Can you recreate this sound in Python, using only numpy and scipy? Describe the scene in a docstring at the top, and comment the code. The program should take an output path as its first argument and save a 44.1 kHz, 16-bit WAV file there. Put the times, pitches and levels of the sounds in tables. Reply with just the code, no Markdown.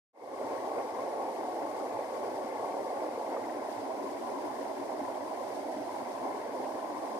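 """Storm runoff in a ditch

Muddy water rushes down a grassy ditch, heard close by from the bank, where a side stream plunges in.
Swallowed air roars as a swarm of big ringing bubbles and small ones splash; larger single ones gulp.
Splats ring, slaps and foam are shaped noise and fizz, and low noise makes the bed rumble and thump.
The sound fades in; halfway the hand-held microphone shifts: the roar turns hollow and spreads out."""
import sys
import numpy as np
from scipy import signal
from scipy.fft import rfft, irfft, next_fast_len
from scipy.io import wavfile

SR = 44100
rng = np.random.default_rng(int(sys.argv[2]) if len(sys.argv) > 2 else 0)


def put_to_file(sound):
    """Save the sound as 16-bit audio at rate SR, in the file named by the first command-line argument."""
    columns = np.atleast_2d(sound).T  # one column per channel
    safe = np.clip(columns, -1, 1)
    whole_steps = np.round(safe * 32767)
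    wavfile.write(sys.argv[1], SR, whole_steps.astype(np.int16))


N = 317079
TIME = np.arange(N) / SR   # seconds
FFT_SIZE = next_fast_len(N + 8192)
BIN_HZ = np.maximum(np.arange(FFT_SIZE // 2 + 1) * SR / FFT_SIZE, 1)


# colour of the roar at the first and second microphone position:
# (pitch [Hz], left level [dB], right level [dB])
ROAR_COLOUR_FIRST = [(156, -25, -22), (198.5, -20.5, -21.5), (281.5, -5.5, -10), (380, -10, -3),
                     (470, -4.5, -3.5), (540, -2.3, 0), (636, -6, -4.5), (720, -2.5, -2.5), (850, -6.5, -4),
                     (908, -3.5, -6), (954, -11, -13), (1113, -5, -27), (1144, -12, -21.5),
                     (1300, -23, -15.5)]
ROAR_COLOUR_SECOND = [(160, -30, -35), (200, -19, -19.5), (283, -4, -8), (333, -5.5, -15.5),
                      (382, -3.5, -16), (500, -13.5, -7), (630, -11, 0.1), (703, -12, -2.5),
                      (790, -17.5, -3), (840, -12.5, -3.5), (1027, -4.5, -19.5), (1088, -11, -36),
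                      (1255, -25.5, -15)]
# wavering colour of the roar:
# (time [s], lift near 300 Hz [dB], lift near 440 Hz [dB], lift near 1.1 kHz [dB])
ROAR_WAVER = [(0.55, 0.5, 1, 2), (1.05, -3, -0.5, 3), (1.35, 0, 0, -1.5), (1.65, 1.5, -3, 0.8),
              (2.2, -0.2, 0, 1.7), (2.8, -2, 0, 0.5), (3.35, 1.5, -2.5, -2.5), (3.9, 2, 1.5, 2),
              (4.35, 2, 1.5, 4), (4.75, 1.5, 1, -0.5), (5.05, 2, -1.5, 1), (5.4, -1, 0.5, 2),
              (5.75, 3, -5, -8), (6.05, -2.5, -3, 2.5), (6.55, -0.5, 1.5, 1), (7.0, 4, -3.5, 5)]
ROAR_FIRST_DB, ROAR_SECOND_DB = -36.5, -38.5   # louder at the first position


def roar(second):
    """Big bubbles driven under by the plunge, blended from two microphone positions (second: 0-1)."""
    bubbles = swarm(200.2, 1259, per_s=1500, spread_db=1.5, cycles=25.5, rise=0.094, wash_db=-3,
                    runs_db=2.0, count=24)
    water = churn(bubbles, surge_db=0.05, surge_rate=24, swell_db=0.17, swell_rate=13)
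    lower_db, middle_db, upper_db = in_time(ROAR_WAVER)
    water = lift_band(water, 390, 490, middle_db)
    water = lift_band(water, 280, 327, lower_db)
    water = lift_band(water, 1016, 1200, upper_db)
    first_pair = from_db(ROAR_FIRST_DB) * at_ears(water, ROAR_COLOUR_FIRST, 184, 1212)
    second_pair = from_db(ROAR_SECOND_DB) * at_ears(water, ROAR_COLOUR_SECOND, 166, 1198)
    return (1 - second) * first_pair + second * second_pair


# big single air pockets, level before the trim in gulps():
# (time [s], level [dB], starting pitch [Hz], ring length [cycles])
AIR_POCKETS = [(0.41, -15.5, 620, 30), (0.508, -21.5, 430, 36), (0.514, -27, 1005, 91),
               (0.78, -14, 665, 59), (0.795, -28, 1090, 86), (0.988, -22.5, 1035, 93),
               (1.475, -23, 777, 58), (1.625, -17.5, 549, 64), (1.632, -22, 290, 30),
               (1.989, -15.5, 546, 31), (2.382, -17, 590, 35), (2.44, -24, 258, 26),
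               (2.645, -19.5, 660, 46), (2.741, -15.5, 510, 23), (3.064, -14.5, 607, 22),
               (3.176, -15.5, 480, 31), (3.368, -19, 1160, 27), (3.686, -16, 640, 30), (4.04, -20, 392, 26),
               (4.287, -30, 766, 40), (4.386, -21, 950, 65), (4.455, -25, 940, 56), (5.012, -25, 272, 32),
               (5.322, -25, 720, 18), (5.504, -24, 444, 39), (5.633, -19, 724, 18), (5.685, -19.5, 630, 29),
               (5.74, -20, 605, 23), (5.764, -21, 288, 38), (5.891, -24, 990, 70), (6.007, -18.5, 790, 34),
               (6.214, -17, 670, 29), (6.263, -19.5, 750, 55), (6.344, -27, 424, 36), (6.415, -22, 622, 22),
               (6.659, -24, 955, 60)]


def gulps():
    """Big air pockets, each ringing at its own pitch like a struck bell that glides upward."""
    return single_bubbles(AIR_POCKETS, rise=0.096, level_db=-10.5, low_hz=203, high_hz=1380, left_db=0)


# colour of the splashing: (pitch [Hz], left level [dB], right level [dB])
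SPLASH_COLOUR = [(1250, 1, 0.5), (1430, -1, -6), (1670, -5, -4), (1840, -2.5, -8), (2170, 0, -8),
                 (2410, -8, -11.5), (2620, -8, -5.5)]
# lift of the highest splash bubbles: (time [s], lift near 2.15 kHz [dB])
SPLASH_TOP = [(0.15, 14.5), (0.25, 12), (0.4, 2), (2.9, 3), (3.75, -2), (5.5, 1), (6.2, -3), (6.9, 0)]
SPLASH_DB = -57.5


def splash():
    """Small bubbles, born in quick clumps where the crests tumble over."""
    bubbles = swarm(1218, 2620, per_s=700, spread_db=2.0, cycles=58, rise=0.064, wash_db=-4,
                    clump_db=2.0, runs_db=2.5, count=22)
    water = churn(bubbles, surge_db=0.18, surge_rate=21, swell_db=0.34, swell_rate=9.3)
    top_db, = in_time(SPLASH_TOP)
    water = lift_band(water, 2130, 2170, top_db)
    return from_db(SPLASH_DB) * at_ears(water, SPLASH_COLOUR, 1326, 2550)


# thrown water falling back, level before the trim in splats():
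# (time [s], level of the first bubble [dB], middle pitch [Hz])
FALLING_WATER = [(0.433, -46, 1500), (0.494, -43, 1750), (0.581, -40, 1880), (0.785, -38, 1370),
                 (0.788, -45, 2400), (0.955, -42, 1870), (1.244, -53, 3090), (1.621, -43.5, 1530),
                 (1.803, -40, 1400), (2.144, -43, 2080), (2.246, -40, 2000), (2.623, -44, 1670),
                 (2.721, -43, 2300), (3.44, -40, 1970), (3.495, -36, 1840), (3.54, -44, 1570),
                 (4.091, -44, 2120), (5.018, -47, 1930), (5.051, -36, 1860), (5.1, -44, 1410),
                 (5.144, -46, 3180), (6.064, -45, 2150), (6.177, -44.5, 2280), (6.52, -43, 2120),
                 (6.64, -40, 1750), (6.647, -45, 2440), (6.791, -40, 1410), (6.794, -51, 3020),
                 (6.812, -50, 2130)]
SPLAT_GAP_S, SPLAT_LOSS_DB = 0.0038, 3   # average gap and loss from bubble to bubble
SPLAT_OCTAVES, SPLAT_CYCLES = 0.14, 37   # spread in pitch either way, ring length


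def splats():
    """Each splat traps four bubbles of about one size, in quick succession and ever weaker."""
    chance = rng.uniform(-0.965, 1, (len(FALLING_WATER), 4, 2))
    bubbles = []
    for (s, db, hz), draws in zip(FALLING_WATER, chance):
        for k, (late, detune) in enumerate(draws):
            born_s = s + SPLAT_GAP_S * k * (1 + 0.294 * late)
            pitch_hz = hz * 2 ** (SPLAT_OCTAVES * detune)
            bubbles.append((born_s, db - SPLAT_LOSS_DB * k, pitch_hz, SPLAT_CYCLES))
    return single_bubbles(bubbles, rise=0.081, level_db=-6.0, low_hz=1210, high_hz=3500, left_db=6)


# sheets of water slap flat onto the surface: (time [s], noise level before the filter [dB])
FLAT_SLAPS = [(0.787, -32), (2.721, -35), (3.495, -42), (4.09, -39), (5.053, -41), (6.177, -41),
              (6.645, -37), (6.793, -39)]
SLAP_DECAY_S = 0.0018


def slaps():
    """Each slap is a burst of noise that starts at once and dies in milliseconds."""
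    envelope = np.zeros(N)
    for s, db in FLAT_SLAPS:
        envelope += from_db(db) * (TIME >= s) * np.exp(-abs(TIME - s) / SLAP_DECAY_S)
    burst = (envelope + 1e-18) * rng.standard_normal((2, N))
    return keep_band(burst, 4, 1550, 2550)


# colour of the foam: (pitch [Hz], left level [dB], right level [dB])
FOAM_COLOUR = [(2600, -6, 0.5), (3100, -2, -6.5), (3820, -5.5, -4), (4700, 0.5, -9.5), (5330, -1.5, -7.5),
               (6160, -6, -5.5), (7240, -9, -8), (9000, -7, -7.5), (10500, -8.5, -10), (11700, -11.5, -14),
               (13000, -11, -14.5), (14100, -14, -17)]
FOAM_DB, FOAM_SECOND_RISE_DB = -61.0, 0.63   # the second position picks up a little more


def foam(second):
    """Bursting foam and falling spray: a fine fizz of tiny bubbles in a hiss."""
    bubbles = swarm(2602, 13630, per_s=2400, spread_db=3.0, cycles=190, rise=0.021, wash_db=5.0, count=44)
    water = bubbles * from_db(0.7 * eddies(10.5))
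    return from_db(FOAM_DB + FOAM_SECOND_RISE_DB * second) * at_ears(water, FOAM_COLOUR, 2680, 14000)


# colour of the rumble of the bed: (pitch [Hz], left level [dB], right level [dB])
RUMBLE_COLOUR = [(25, -21, -21), (45, -17, -18), (74, -12.5, -13), (110, -2.5, -2), (128, -1, -3.5),
                 (154, -12, -12)]
# masses of water drop onto the bed: (time [s], lift of the rumble's deep resonance [dB])
BED_THUMPS = [(0.42, 7), (0.5, 5), (1.96, 6), (2.04, 4), (2.25, 8.5), (3.42, 9), (3.77, 8), (4.11, 6),
              (5.02, 8), (5.8, 10), (5.93, 5), (6.23, 3), (6.3, 6)]
RUMBLE_DB, THUMP_S = -68, 0.036   # each thump builds up and dies away in about THUMP_S


def rumble():
    """The mass of water tumbling along the bed: low noise, lifted by each thump."""
    water = churn(rng.standard_normal((2, N)), surge_db=1.5, surge_rate=12, swell_db=0.4, swell_rate=9.2)
    thump_db = sum(rise_db * hump(s, THUMP_S) for s, rise_db in BED_THUMPS)
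    water = lift_band(water, 85, 145, thump_db)
    return from_db(RUMBLE_DB) * at_ears(water, RUMBLE_COLOUR, 22, 156)


# waves break and troughs pass:
# (time [s], rise of the roar [dB], rise of the splashing [dB], time to build up or die away [s])
PASSING_WAVES = [(0.18, 0.5, 0.5, .07), (0.54, 0, 2.5, 0.059), (0.789, 3.8, 3, 0.02),
                 (0.87, -1, 0.5, 0.078), (1.05, 1, 1.5, .04), (1.22, 2.4, 1, 0.064), (1.43, 2, 1, 0.027),
                 (1.64, 2, -0.5, 0.026), (1.82, 1, 0, .04), (1.97, 0.6, 1.5, 0.035), (2.08, -2.5, 0, 0.018),
                 (2.63, 1, -1, 0.033), (2.78, 2, -1, .04), (3.01, 2, 1, 0.049), (3.33, 3, 2, .06),
                 (3.47, 1.3, 2, .06), (3.62, -0.5, 0.5, 0.027), (4.12, -3, -1, 0.041),
                 (4.75, -0.5, -1, .05), (5.06, 1, 0.5, 0.055), (5.72, -0.5, -1.5, 0.03),
                 (6.18, -2.5, 1, 0.015), (6.27, 2.5, -0.7, 0.045), (6.61, 2, -1, 0.053)]


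def waves():
    """Each wave or trough is a smooth hump: dB added to the roar and to the splashing."""
    return sum(np.outer(rises, hump(s, width_s)) for s, *rises, width_s in PASSING_WAVES)


def bubble(hz, cycles, rise):
    """A bubble dies by 60 dB within `cycles`; its pitch rises as it nears the surface."""
    age = np.arange(int(cycles * SR / hz) + 2) * hz / (cycles * SR)   # 0 at birth, 1 at the end
    ring = np.sin(2 * np.pi * cycles * age * (1 + rise * age / 2))
    return ring * np.exp(-np.log(1000) * age)


def single_bubbles(events, rise, level_db, low_hz, high_hz, left_db):
    """Bubbles that ring out above the swarm; left is louder than right by left_db."""
    out = np.zeros(N)
    for s, event_db, hz, cycles in events:
        start = int(s * SR)
        ring = bubble(hz, cycles, rise)[:N - start]
        out[start:start + len(ring)] += from_db(event_db + level_db) * ring
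    # a bubble closes softly, under water
    soft = keep_band(out, 4, low_hz, high_hz)
    return soft * from_db([[left_db / 2], [-left_db / 2]])


CLUMPS_PER_S, RUNS_PER_S = 35, 9   # how quickly birth rates swing: all pitches together, each pitch alone


def swarm(low_hz, high_hz, per_s, spread_db, cycles, rise, wash_db, clump_db=0, runs_db=0, count=20):
    """Two unrelated streams of bubbles of random strength at `count` pitches, equal power per Hz."""
    near = np.zeros((2, N))
    births_per_s = per_s * from_db(clump_db * eddies(CLUMPS_PER_S))
    for hz in np.geomspace(low_hz, high_hz, count):
        runs = from_db(runs_db * eddies(RUNS_PER_S)) if runs_db else 1
        born = rng.random((2, N)) < runs * births_per_s / count / SR
        size, side = rng.random((N // 10, 2))[:born.sum()].T
        # many weak bubbles, few strong ones, pushing either way at first
        strength = from_db(-spread_db * np.log(np.maximum(size, .02)))
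        clicks = np.zeros((2, N))
        clicks[born] = strength * np.sign(side - .5)
        rings = signal.oaconvolve(clicks, bubble(hz, cycles, rise)[None], axes=1)[:, :N]
        near += np.sqrt(hz) * rms_one(rings)
    # countless far bubbles merge into a smooth wash, wash_db relative to the near ones
    wash = rng.standard_normal((2, N)) * np.sqrt(SR / 2 / (high_hz - low_hz))
    return rms_one(near) + from_db(wash_db) * wash


def eddies(rate):
    """Smooth random swings of spread 1, about `rate` a second: slow noise, joined by lines."""
    r = np.exp(-40 * np.pi * rate / SR)   # made at every 20th sample
    noise = rng.standard_normal(N // 20 + 2002)
    slow = signal.lfilter([1], [1, -2 * r, r * r], noise)[2000:]   # skip the settling
    return np.interp(np.arange(N) / 20, np.arange(len(slow)), rms_one(slow))


def churn(water, surge_db, surge_rate, swell_db, swell_rate):
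    """Quick eddies and slower ones make the water swell and sink."""
    return water * from_db(surge_db * eddies(surge_rate) + swell_db * eddies(swell_rate))


# a wide source at two ears: (pitch [Hz], likeness [0-1], phase by which left leads [radians])
EAR_LIKENESS = [(25, .75, 0), (100, .95, 0), (250, .96, -.1), (420, .87, -.8), (640, .92, -.6),
                (920, .8, -.15), (1200, .4, -1.4), (1700, .45, -.8), (2200, .6, -2.2), (3000, .13, -3.0),
                (12000, .03, -3.1)]


def at_ears(streams, colour, low_hz, high_hz):
    """Two unrelated streams become a coloured, partly alike stereo pair in one band; mid rms is 1."""
    near, other = rfft(streams, FFT_SIZE)
    left_db, right_db = in_frequency(colour)
    alike, lead = in_frequency(EAR_LIKENESS)
    band = 1 / np.sqrt((1 + (low_hz / BIN_HZ) ** 36) * (1 + (BIN_HZ / high_hz) ** 36))
    left = near * from_db(left_db)
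    mixed = alike * near + np.sqrt(1 - alike ** 2) * other
    right = mixed * from_db(right_db) * np.exp(-1j * lead)
    pair = irfft(np.array([left, right]) * band, FFT_SIZE)[:, :N]
    return pair / np.std(pair.mean(axis=0))


def keep_band(x, order, low_hz, high_hz):
    """Keep one band of pitches."""
    return signal.sosfilt(signal.butter(order, [low_hz, high_hz], "band", fs=SR, output="sos"), x)


def lift_band(x, low_hz, high_hz, lift_db):
    """Raise or lower one band with gentle edges."""
    return x + (from_db(lift_db) - 1) * keep_band(x, 1, low_hz, high_hz)


def hump(s, width_s):
    """A smooth rise to 1 at time s, and back."""
    return np.exp(-((TIME - s) / width_s) ** 2)


def in_time(rows):
    """The columns of a curve at every sample."""
    s, *columns = np.transpose(rows)
    return [np.interp(TIME, s, c) for c in columns]


def in_frequency(rows):
    """The columns of a spectrum at every bin."""
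    hz, *columns = np.transpose(rows)
    return [np.interp(np.log(BIN_HZ), np.log(hz), c) for c in columns]


def from_db(db):
    """Decibels to gain."""
    return 10 ** (np.asarray(db) / 20)


def rms_one(x):
    """Scale to rms 1."""
    return x / np.sqrt(np.mean(x ** 2) + 1e-20)


# microphone position: (time [s], share of the second position [0-1])
MICROPHONE_SHIFT = [(2.9, 0.02), (3.2, 0.25), (3.45, 0.38), (3.75, 0.95), (4.3, 1), (5.8, 0.84),
                    (6.25, 0.97), (6.55, 0.74), (6.95, 0.86)]


def scene():
    """Roar, splashing, foam and rumble, with single gulps, splats and slaps on top."""
    second, = in_time(MICROPHONE_SHIFT)
    roar_gain, splash_gain = from_db(waves())
    stream = roar_gain * roar(second) + splash_gain * splash() + foam(second) + rumble()
    return stream + gulps() + splats() + slaps()


FADE_START_S, FADE_END_S, CUTOFF_HZ = 0.13, 0.45, 14200


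def record(dry):
    """The sound fades in from silence, and a steep low-pass filter cuts the top."""
    fade = np.clip((TIME - FADE_START_S) / (FADE_END_S - FADE_START_S), 0, 1) ** 1.13
    return signal.sosfilt(signal.ellip(12, .1, 80, CUTOFF_HZ, fs=SR, output="sos"), dry * fade)


dry = scene()
out = record(dry)
put_to_file(out)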